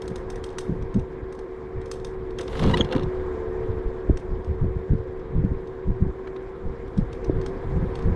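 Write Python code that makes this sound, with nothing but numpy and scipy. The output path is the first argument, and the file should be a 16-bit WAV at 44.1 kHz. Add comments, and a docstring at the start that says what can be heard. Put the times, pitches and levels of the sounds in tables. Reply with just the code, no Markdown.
"""The hub motor of an electric scooter whines on two close notes, as heard from the rider's chest.
The tyres roar and hiss on asphalt (filtered noise), and loose fittings tick (chatter ringing the bar).
A rough patch makes the frame clatter and knock (struck modes, noise) and a dry joint squeak (harmonics).
Wind rumbles; bumps and buffets thump on the microphone and knock in the steering stem."""
import sys
import numpy as np
from scipy import signal
from scipy.io import wavfile

SR = 44100
rng = np.random.default_rng(int(sys.argv[2]) if len(sys.argv) > 2 else 0)


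def wrap_up_sound(samples):
    """Save the sound to the file named by the first command line argument, as 16-bit audio."""
    columns = np.atleast_2d(samples).T
    # keep every value between -1 and 1, then stretch to whole-number steps
    tamed = np.clip(columns, -1, 1)
    steps = np.round(tamed * 32767).astype(np.int16)
    wavfile.write(sys.argv[1], SR, steps)


N = 359415
TIME = np.arange(N) / SR

# Motor speed, wavering as bumps check the wheel and it recovers.
# Each row: time in seconds, electrical rate in Hz.
MOTOR_SPEED = [(0, 74.8), (.2, 74.5), (.45, 75.2), (.74, 74.2), (.88, 75.7), (1.08, 74.5), (1.36, 75.5),
               (1.6, 74.5), (1.86, 75.5), (2.28, 74.7), (2.38, 74), (2.6, 74.6), (2.8, 73), (3.0, 73.4),
               (3.13, 74.3), (3.38, 73.9), (3.75, 74), (4.06, 74.8), (4.22, 73.8), (4.44, 75.5),
               (4.61, 73.8), (4.86, 75.5), (5.01, 74.4), (5.4, 75), (5.5, 75.9), (5.75, 75.1), (5.92, 75.9),
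               (6.25, 75.5), (6.65, 76.7), (7.02, 77), (7.27, 76.3), (7.38, 75.1), (7.55, 77.2),
               (7.8, 76.3), (8.15, 76)]
SPEED_WOBBLE_HZ, WOBBLE_RATE_HZ = 0.08, 8
# Whine strength. Each row: time in seconds, fifth order in relative dB, sixth order in relative dB.
WHINE_LEVELS = [(0, -38.5, -41.5), (.8, -38.5, -45.5), (1.3, -40, -46), (2.3, -37, -41.5),
                (2.48, -37.5, -43.5), (2.66, -41, -33.5), (2.82, -35, -39), (3.1, -32, -43.5),
                (3.55, -33.5, -35.5), (4.4, -38.5, -45), (4.7, -38.5, -42), (5.3, -39, -42.5),
                (6.3, -38, -48), (7.05, -47, -45), (7.38, -33.5, -36.5), (7.55, -38, -44.5),
                (8.15, -40, -39.5)]
# Faint overtones of the whine. Each row: order, level in dB relative to the fifth-order curve.
WHINE_OVERTONES = [(9, -23), (12, -29), (14, -24.5), (25, -37.5)]

# Road coarseness, as tyre noise. Each row: time in seconds, level in dB.
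ROAD_COARSENESS = [(0.0, -47), (0.34, -46), (0.95, -48.5), (2.38, -48.5), (2.72, -37), (2.87, -42),
                   (4.58, -48.5), (6.86, -48), (7.6, -43.5), (8.15, -42.5)]
# Tyre roar spectrum. Each row: frequency in Hz, relative band level in dB.
ROAR_SPECTRUM = [(150, -11.5), (250, 5), (420, -4.5), (600, -9.5), (1000, -7), (1400, -19), (1900, -10),
                 (2500, -20), (3200, -30.5), (5000, -44)]
# Tread hiss spectrum. Each row: frequency in Hz, relative band level in dB.
HISS_SPECTRUM = [(2000, -4.5), (3500, 11.5), (5500, -5), (7500, -0.5), (10000, -15.5), (12000, -25),
                 (15500, -35)]
# Hollow resonances of tyre and deck. Each row: centre in Hz, width in Hz, relative level in dB.
HOLLOW_RESONANCES = [(358.2, 31, 2), (502.3, 54, 0), (720, 109, -8), (1007, 238, -6), (1610, 150, -14),
                     (2060, 450, -24.5), (3280, 970, -29.5)]
ROAR_DB, HOLLOWS_DB, HISS_DB = 3.5, 0, -20.5  # relative to the road level
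TYRE_EDGE_HZ = 2250
GRIT_DB, GRIT_S, GRIT_HALF_S = -49, 2.645, 0.086  # loose grit hissing on the rough patch

# Airflow. Each row: time in seconds, rumble in relative dB.
AIRFLOW = [(0, -38), (1.5, -43.5), (2.4, -38.5), (3.45, -39), (5.1, -38), (6.3, -45.5), (7.1, -37),
           (8.15, -33)]
# Wind rumble spectrum. Each row: frequency in Hz, relative band level in dB.
RUMBLE_SPECTRUM = [(15, 1), (40, -0.5), (80, -6), (150, -10), (250, -19), (400, -33.5)]

# Ticks of loose fittings. Each row: snap time in seconds, relative level in dB, upper edge in Hz.
FITTING_TICKS = [(0.018, -34.5, 17000), (0.055, -44, 6000), (0.078, -33, 17000), (0.157, -32.5, 17000),
                 (0.3006, -31.5, 17000), (0.3564, -38.5, 15000), (0.439, -30, 16000), (0.488, -42, 7000),
                 (0.501, -46, 9000), (0.527, -47, 7000), (0.5837, -22, 17000), (0.822, -45, 8050),
                 (0.941, -38.5, 12000), (0.993, -44, 15100), (1.324, -41, 17000), (1.3493, -47, 13000),
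                 (1.389, -43, 13100), (1.8136, -43, 6500), (1.857, -38.5, 10000), (1.913, -25, 17000),
                 (1.997, -44, 7000), (2.046, -30, 14000), (2.305, -44, 7000), (2.3857, -27.5, 13000),
                 (2.4098, -29.5, 13000), (4.171, -32.5, 8400), (4.444, -46.5, 11000), (5.1936, -49, 5030),
                 (5.445, -48.5, 7000), (5.672, -48, 8050), (6.8775, -49, 8000), (6.975, -38, 9000),
                 (7.1286, -36.5, 9000), (7.2437, -37.5, 8000), (7.413, -38, 7500), (7.461, -32.5, 8400),
                 (7.953, -33.5, 7000), (7.988, -42, 8000), (8.0228, -44, 8000)]
SLIDE_LEAD_S, SLIDE_DB = 0.013, -14.5  # slide before the snap
SETTLE_DELAY_S, SETTLE_DB = 0.02, -13.5  # second chatter after the snap
BUZZ_DECAY_S, BUZZ_DB = 0.048, -9.5  # faint dying buzz
SNAP_CRACK_DB = -8  # bare crack added to the bar's sound
FAINT_TICKS_PER_S, FAINT_TICK_DB, FAINT_SPREAD_DB = 1.2, -56, 3
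SOFT_EDGE_HZ, SOFT_EDGE_AT_DB, EDGE_DB_PER_OCTAVE = 5600, -40, 26.5  # softer contacts are duller
# Modes of the handlebar and its fittings. Each row: frequency in Hz, relative level in dB.
BAR_MODES = [(1200, -2), (1700, -3.5), (2820, 4), (3310, 5.5), (3700, 6), (3920, 4), (4370, -15.5),
             (4750, -11), (5110, 0), (5400, -7), (5770, -7), (6230, -0.5), (6780, -18.5), (7660, -13.5),
             (8130, -0.5), (9050, -2.5), (10100, -9.5), (11000, -19), (12400, -12)]
BAR_T60_S, BAR_STEP_SAMPLES = 0.017, 9

# Low thumps on the microphone. Each row: time in seconds, relative level in dB, half length in
# seconds, upper edge of the flutter in Hz, boom of the mount in dB relative to the flutter.
MIC_THUMPS = [(0.108, -26.5, 0.0089, 200, 2), (0.711, -22.5, 0.019, 232, -2),
              (0.825, -23.5, 0.016, 109, -12), (0.972, -17, 0.013, 172, 5.5),
              (1.235, -28.5, 0.0062, 70, -25), (1.772, -25.5, 0.018, 99, -25),
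              (2.677, -13, 0.042, 190, -12), (2.755, -21.5, 0.015, 280, -8), (2.81, -13.5, 0.0053, 276, -6),
              (2.959, -16.5, 0.0058, 297, 2.5), (3.055, -20.5, 0.027, 110, -21), (3.7, -24, 0.058, 99, -13),
              (3.865, -17, 0.01, 62, -25), (4.102, -12, 0.012, 100, -9.5), (4.32, -20.5, 0.015, 89, -19),
              (4.503, -17, 0.016, 87, -30), (4.636, -12.5, 0.019, 116, -16), (4.764, -19, 0.0067, 137, -17),
              (4.924, -13, 0.017, 133, -3), (5.373, -17, 0.031, 144, -6.5), (5.442, -16, 0.011, 160, 0),
              (5.521, -18, 0.0085, 136, -17), (5.893, -15.5, 0.017, 144, -9.5),
              (6.023, -13.5, 0.012, 134, -5), (6.069, -17, 0.005, 162, -8), (6.679, -26.5, 0.041, 86, -7),
              (6.986, -11, 0.0071, 149, -10), (7.294, -15.5, 0.011, 111, -10), (7.364, -21, 0.027, 170, -9),
              (7.69, -24.5, 0.036, 140, -11), (7.773, -15.5, 0.02, 137, -14.5),
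              (7.832, -18, 0.0097, 187, -6), (8.085, -13.5, 0.028, 141, -12.5)]
# The mount's boom band: lower and upper edge in Hz.
MOUNT_BAND_HZ = [125, 206]
REBOUND_DELAY_S, REBOUND_DB, REBOUND_STRETCH = 0.033, -9.5, 2.42
SMALL_THUMPS_PER_S, SMALL_THUMP_DB = 2.5, 7  # dB relative to the airflow curve
SMALL_THUMP_HALF_S, SMALL_THUMP_EDGE_HZ = 0.0089, 91

# Hard bumps. Each row: time in seconds, strength in relative dB.
STEM_BUMPS = [(0.104, -32), (0.693, -21), (0.96, -17), (2.628, -17), (2.801, -15), (2.96, -13), (4.095, -7),
              (4.643, -16), (4.933, -21.5), (5.438, -16), (6.98, -19), (7.295, -7), (7.828, -22)]
# Modes of the steering stem. Each row: frequency in Hz, relative level in dB, t60 in seconds.
STEERING_STEM_MODES = [(139, -3, 0.026), (295.4, -0.5, 0.033), (389, -3.5, 0.03), (636, -14, 0.022)]

# Frame knocks. Each row: time in seconds, bright ring of the bar in relative dB,
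# dull clack of the deck in relative dB.
FRAME_KNOCKS = [(2.393, -50, -21), (2.4784, -22, -27), (2.497, -36, -44), (2.528, -34, -24),
                (2.552, -33, -21.5), (2.57, -26, -29), (2.5755, -30, -38), (2.5927, -15.5, -17),
                (2.6125, -28, -32), (2.6295, -18, -24), (2.6358, -15, -20), (2.648, -38, -21),
                (2.661, -20, -27), (2.673, -30, -32), (2.6801, -39, -26), (2.693, -26, -34),
                (2.696, -33, -19.5), (2.711, -18, -28), (2.7708, -10.5, -22), (2.778, -19, -28),
                (2.787, -23, -33.5), (2.808, -29, -16), (2.845, -20.5, -41), (2.9235, -15, -17),
                (2.927, -30, -16.5), (2.949, -27, -21), (2.9615, -20.5, -19), (2.9934, -26, -31),
                (3.0307, -24.5, -31), (6.271, -47, -25.5), (6.3619, -33, -37)]
# Clatter spectrum of deck and mudguard. Each row: frequency in Hz, relative band level in dB.
CLATTER_SPECTRUM = [(200, 7.5), (320, 4), (500, -1.5), (640, -7.5), (950, 13.5), (1500, -15), (2400, -26.5),
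                    (3700, -36), (5200, -29.5), (9000, -49.5), (15000, -66.5)]
# Jolts on the rough patch. Each row: time in seconds, clatter in relative dB, rise in seconds,
# fall in seconds.
ROUGH_JOLTS = [(2.42, -45.5, 0.025, 0.017), (2.655, -34, 0.048, 0.071), (2.804, -35.5, 0.019, 0.0089),
               (2.93, -34.5, 0.019, 0.046)]
# Modes of deck and mudguard. Each row: frequency in Hz, relative level in dB, t60 in seconds.
DECK_MODES = [(520, -2, .04), (950, -1, .028), (1450, -6, .01), (1950, -8, .013), (2830, -3, .02),
              (3470, -1, .012), (3950, -5, .014), (4280, -9, .018), (6200, -12, .004)]
DECK_RING_DB, RATTLE_DB = -22, -7
RATTLES_PER_S, RATTLE_SPREAD_DB = 260, 6.5

# Squeaks of a dry joint. Each row: time in seconds, fundamental level in dB, half length in seconds,
# pitch in Hz, glide as a share of pitch per half length, slope in dB per harmonic.
JOINT_SQUEAKS = [(2.7432, -20.5, 0.0037, 965, 0.0034, -3), (2.8103, -14, 0.0015, 3330, -0.014, -24),
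                 (2.816, -24, 0.001, 3080, 0.02, -21), (2.809, -38.5, 0.01, 3310, -0.004, -4.5)]

CUTOFF_HZ = 15800


def from_db(db):
    """Decibels to gain."""
    return 10 ** (np.asarray(db) / 20)


def rms_one(x):
    """Scale to unit rms."""
    return x / np.sqrt(np.mean(x ** 2) + 1e-20)


def in_time(rows):
    """Interpolate each column of a curve at every sample."""
    s, *columns = np.transpose(rows)
    return [np.interp(TIME, s, column) for column in columns]


def butter(x, edge_hz, kind, order=2):
    """Causal Butterworth filter."""
    edge_hz = np.clip(edge_hz, 10, 0.45 * SR)
    sos = signal.butter(order, edge_hz, kind, fs=SR, output="sos")
    return signal.sosfilt(sos, x + 1e-18)


def noise_band(low_hz, high_hz):
    """Band of noise at unit rms."""
    return rms_one(butter(rng.standard_normal(N), [low_hz, high_hz], "band"))


def drift(rate_hz):
    """Smooth random wander of spread 1: two-pole filtered noise, one value per 40 samples."""
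    r = np.exp(-80 * np.pi * rate_hz / SR)
    noise = rng.standard_normal(N // 40 + 2002)
    slow = signal.lfilter([1], [1, -2 * r, r * r], noise)[2000:]
    return np.interp(np.arange(N) / 40, np.arange(len(slow)), rms_one(slow))


def bell(s, half_s):
    """Gaussian swell around time s."""
    return np.exp(-0.5 * np.minimum(((TIME - s) / half_s) ** 2, 100))


def coloured(spectrum, patchy_db, grain_db=0):
    """Noise in half-octave bands, each flickering on its own; uneven grain crackles; rms 1."""
    hz, level_db = np.transpose(spectrum)
    edges_hz = 15 * 2 ** np.arange(0, 10.1, 0.5)
    grain = from_db(grain_db * np.minimum(drift(170), 2))
    white = rng.standard_normal((2, N)) * grain
    out = 0
    for k, (low, high) in enumerate(zip(edges_hz, edges_hz[1:])):
        log_centre = np.log(low * high) / 2
        band_db = np.interp(log_centre, np.log(hz), level_db, left=-np.inf, right=-np.inf)
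        if np.isfinite(band_db):
            band = butter(white[k % 2], [low, high], "band")  # neighbours use separate noises
            out = out + from_db(band_db + patchy_db * drift(18)) * band
    return rms_one(out)


def at_random(per_s):
    """Event times scattered evenly over the ride."""
    return rng.uniform(0, TIME[-1] - 0.25, 100)[:round(per_s * N / SR)]


def ring(force, hz, t60_s):
    """A mode: a unit click leaves a sine decaying from height 1."""
    r = from_db(-60 / (t60_s * SR))
    w = 2 * np.pi * hz / SR
    return signal.lfilter([0, np.sin(w)], [1, -2 * r * np.cos(w), r * r], force + 1e-18)


def ring_modes(force, modes):
    """Sum of modes struck together, with alternating sign."""
    return sum((-1) ** k * from_db(db) * ring(force, hz, t60_s)
               for k, (hz, db, t60_s) in enumerate(modes))


def contacts(rows, decay_s, rise_s=0.0018):
    """Each contact is a short, dying chatter of tiny impacts of very uneven size."""
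    age_s = np.arange(SR // 5) / SR
    shape = (1 - np.exp(-(age_s / rise_s) ** 2)) * np.exp(-age_s / decay_s)
    force = np.zeros(N + len(age_s))
    draws = rng.standard_normal((len(rows), 2, len(age_s)))
    for (s, level_db, edge_hz), (chatter, size) in zip(rows, draws):
        burst = chatter * from_db(5 * size) * shape
        burst = butter(burst / np.linalg.norm(burst), edge_hz, "low")
        force[max(round(s * SR), 0):][:len(age_s)] += from_db(level_db) * burst
    return force[:N]


def by_force(s, level_db):
    """Contact rows whose upper edge rises with strength."""
    edge_hz = SOFT_EDGE_HZ * 2 ** ((level_db - SOFT_EDGE_AT_DB) / EDGE_DB_PER_OCTAVE)
    return np.c_[s, level_db, edge_hz]


def handlebar(force, top_hz, ring_db=-21):
    """Well damped bar modes, reached one after another, plus the contact's broad crack."""
    rings = np.zeros(N)
    for k, (hz, db) in enumerate(BAR_MODES):
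        delayed = np.pad(force, (BAR_STEP_SAMPLES * k, 0))[:N]
        rings += from_db(db) * ring(delayed, hz, BAR_T60_S)
    crack = butter(force, [900, 6500], "band", order=1)
    return butter(from_db(ring_db) * rings + from_db(8) * crack, top_hz, "low", order=3)


def motor():
    """Torque ripple sings at five and six times the electrical rate; the road shakes each line."""
    rate_hz, = in_time(MOTOR_SPEED)
    fifth_db, sixth_db = in_time(WHINE_LEVELS)
    wobble_hz = SPEED_WOBBLE_HZ * drift(WOBBLE_RATE_HZ)
    angle = 2 * np.pi * np.cumsum(rate_hz + wobble_hz) / SR

    def line(order, flutter):
        in_phase = (1 + flutter * drift(18)) * np.sin(order * angle)
        return in_phase + flutter * drift(24) * np.cos(order * angle)

    fifth = from_db(fifth_db + 4.0) * line(order=5, flutter=0.22)
    seventh = from_db(-15.5) * line(order=7, flutter=0.24)  # follows the sixth-order level
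    sixth_gain = from_db(sixth_db + 4.5 + 0.37 * drift(5))
    sixth = sixth_gain * (line(order=6, flutter=0.26) + seventh)
    # the fundamental swells as the motor pulls after the bump
    hum = from_db(-33.5) * bell(3.275, 0.15) * line(order=1, flutter=0.15)
    overtones = sum(from_db(fifth_db + 1.0 + db) * line(order, flutter=0.68)
                    for order, db in WHINE_OVERTONES)
    return fifth + sixth + hum + overtones


def tyres():
    """Asphalt grain drives a broad roar, the hollows of tyre and deck, and a fine hiss."""
    road_db, = in_time(ROAD_COARSENESS)
    hollows = sum(from_db(db) * noise_band(hz - width_hz / 2, hz + width_hz / 2)
                  for hz, width_hz, db in HOLLOW_RESONANCES)
    roar = butter(coloured(ROAR_SPECTRUM, patchy_db=2.0), TYRE_EDGE_HZ, "low", order=8)
    low = from_db(ROAR_DB) * roar + from_db(HOLLOWS_DB) * hollows
    grit_gain = from_db(GRIT_DB) * bell(GRIT_S, GRIT_HALF_S)
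    hiss_gain = from_db(road_db + HISS_DB) + grit_gain
    return from_db(road_db) * low + hiss_gain * coloured(HISS_SPECTRUM, patchy_db=2.0)


def wind():
    """A lumpy rumble of air on the microphone: low noise of wandering level."""
    air_db, = in_time(AIRFLOW)
    gain = from_db(air_db + 2.0 + 1.3 * drift(11.0))
    return gain * coloured(RUMBLE_SPECTRUM, patchy_db=1.0)


def ticks():
    """A loose fitting slides, snaps on the bar and settles in softer chatter; faint ones at random."""
    s, level_db, edge_hz = np.transpose(FITTING_TICKS)
    slide_rows = np.c_[s - SLIDE_LEAD_S, level_db + SLIDE_DB, edge_hz]
    slide = contacts(slide_rows, decay_s=0.02, rise_s=0.022)
    snap = contacts(FITTING_TICKS, decay_s=0.002, rise_s=0.0012)
    settle_rows = np.c_[s + SETTLE_DELAY_S, level_db + SETTLE_DB, edge_hz]
    settle = contacts(settle_rows, decay_s=0.005, rise_s=0.0026)
    buzz = contacts(np.c_[s, level_db + BUZZ_DB, edge_hz], decay_s=BUZZ_DECAY_S)

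    faint_s = at_random(FAINT_TICKS_PER_S)
    faint_db = rng.normal(FAINT_TICK_DB, FAINT_SPREAD_DB, len(faint_s))
    faint = contacts(by_force(faint_s, faint_db), decay_s=0.0028)

    soft = butter(slide + settle + buzz, 2800, "high", order=1)
    bar = handlebar(snap + faint + soft, top_hz=9500, ring_db=-22)
    crack = from_db(SNAP_CRACK_DB) * butter(snap, [1000, 11000], "band")
    low_body = from_db(23.5) * butter(snap, [950, 1900], "band")
    high_body = from_db(-6.5) * butter(snap, [3400, 6500], "band")
    return from_db(8.0) * (bar + crack) + low_body + high_body


def thump(level_db, half_s, top_hz, boom_db):
    """A slow pressure push with low flutter and the mount's boom, centred in half a second."""
    t = np.arange(-SR // 4, SR // 4) / SR
    swell = np.exp(-0.5 * (t / half_s) ** 2)
    flutter = butter(rng.standard_normal(len(t)), top_hz, "low", order=3)
    flutter = butter(flutter, top_hz * 0.22, "high", order=1) * swell
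    boom = butter(rng.standard_normal(len(t)), MOUNT_BAND_HZ, "band") * swell
    noise = rms_one(flutter) + from_db(boom_db) * rms_one(boom)
    squared = (t / (0.44 * half_s)) ** 2
    push = (1 - squared) * np.exp(-0.5 * squared)
    push *= min(1.1, 110 / top_hz)  # dull thumps are mostly push
    return from_db(level_db - 4.0) * (noise * np.sqrt(np.mean(swell ** 2)) + push)


def thumps():
    """Bumps and buffets shake the microphone and rebound duller; random small ones follow the air."""
    rebounds = [(s + REBOUND_DELAY_S, db + REBOUND_DB, half_s * REBOUND_STRETCH, hz * 0.74, -np.inf)
                for s, db, half_s, hz, _ in MIC_THUMPS]
    small = []
    for s in at_random(SMALL_THUMPS_PER_S):
        level_db = np.interp(s, *np.transpose(AIRFLOW)) + SMALL_THUMP_DB
        small.append((s, level_db, SMALL_THUMP_HALF_S, SMALL_THUMP_EDGE_HZ, -np.inf))
    out = np.zeros(N + SR)
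    for s, *shape in list(MIC_THUMPS) + rebounds + small:
        sound = thump(*shape)
        out[round(s * SR):][:len(sound)] += sound
    return out[SR // 4:][:N]  # thump centres land on their times


def stem():
    """A hard bump sends one firm knock up the steering stem: a click rings its modes."""
    force = np.zeros(N)
    for s, db in STEM_BUMPS:
        force[round(s * SR)] = from_db(db)
    return ring_modes(force, STEERING_STEM_MODES)


def shaking():
    """Each jolt builds up and dies away exponentially."""
    gain = np.zeros(N)
    for s, db, rise_s, fall_s in ROUGH_JOLTS:
        distance = np.maximum((s - TIME) / rise_s, (TIME - s) / fall_s)
        gain += from_db(db) * np.exp(-np.minimum(distance, 40))
    return gain


def rattle():
    """Separate small impacts of uneven size set deck and mudguard ringing; rms 1."""
    struck = rng.random(N) < RATTLES_PER_S / SR
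    sizes = from_db(RATTLE_SPREAD_DB * np.minimum(rng.standard_normal(N), 1.8))
    signs = rng.choice([-1, 1], N)
    return rms_one(ring_modes(struck * sizes * signs, DECK_MODES))


def frame():
    """Bar and deck knock over bumps; on the rough patch deck and mudguard rattle and boom."""
    crackle = from_db(-3.0) * coloured(CLATTER_SPECTRUM, patchy_db=1.5, grain_db=6.5)
    boom = from_db(0.5) * noise_band(470, 550)  # hollow deck
    clatter = from_db(5.0) * shaking() * (crackle + boom + from_db(RATTLE_DB) * rattle())

    s, bar_db, deck_db = np.transpose(FRAME_KNOCKS)
    blows = contacts(by_force(s, bar_db), decay_s=0.0015, rise_s=0.0008)
    dull_bar = from_db(-0.5) * handlebar(blows, top_hz=4400)
    bright_bar = from_db(-9.0) * handlebar(blows, top_hz=9900)

    clacks = contacts(by_force(s, deck_db), decay_s=0.0045)
    deck = from_db(21.0) * butter(clacks, [650, 1900], "band")
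    deck_ring = from_db(DECK_RING_DB) * ring_modes(clacks, DECK_MODES)
    return clatter + dull_bar + bright_bar + deck + deck_ring


def squeaks(count=10):
    """A dry joint sticks and slips for milliseconds: a short gliding stack of harmonics."""
    out = np.zeros(N)
    for s, level_db, half_s, pitch_hz, glide, slope_db in JOINT_SQUEAKS:
        bend = glide * np.clip((TIME - s) / half_s, -1, 1)
        hz = pitch_hz * (1 + bend + 0.012 * drift(250))
        phase = 2 * np.pi * np.cumsum(hz) / SR
        swell = bell(s, half_s) * from_db(1.5 * drift(200))
        for k in range(min(count, int(9800 / pitch_hz))):
            partial_db = level_db + k * slope_db - 14.4 * (k > 3)  # extra cut above the fourth
            out += from_db(partial_db) * swell * np.sin((k + 1) * phase)
    return out


def scene():
    """All sources ride with the microphone in open air; its port's cover dulls wind and thumps."""
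    covered = butter(wind() + thumps(), 495, "low", order=4)
    mix = motor() + tyres() + covered + ticks() + stem() + frame() + squeaks()
    return mix[None]


def record(dry):
    """Cut the top steeply with an elliptic low-pass."""
    sos = signal.ellip(10, 0.1, 90, CUTOFF_HZ, fs=SR, output="sos")
    return signal.sosfilt(sos, dry)


dry = scene()
out = record(dry)
wrap_up_sound(out)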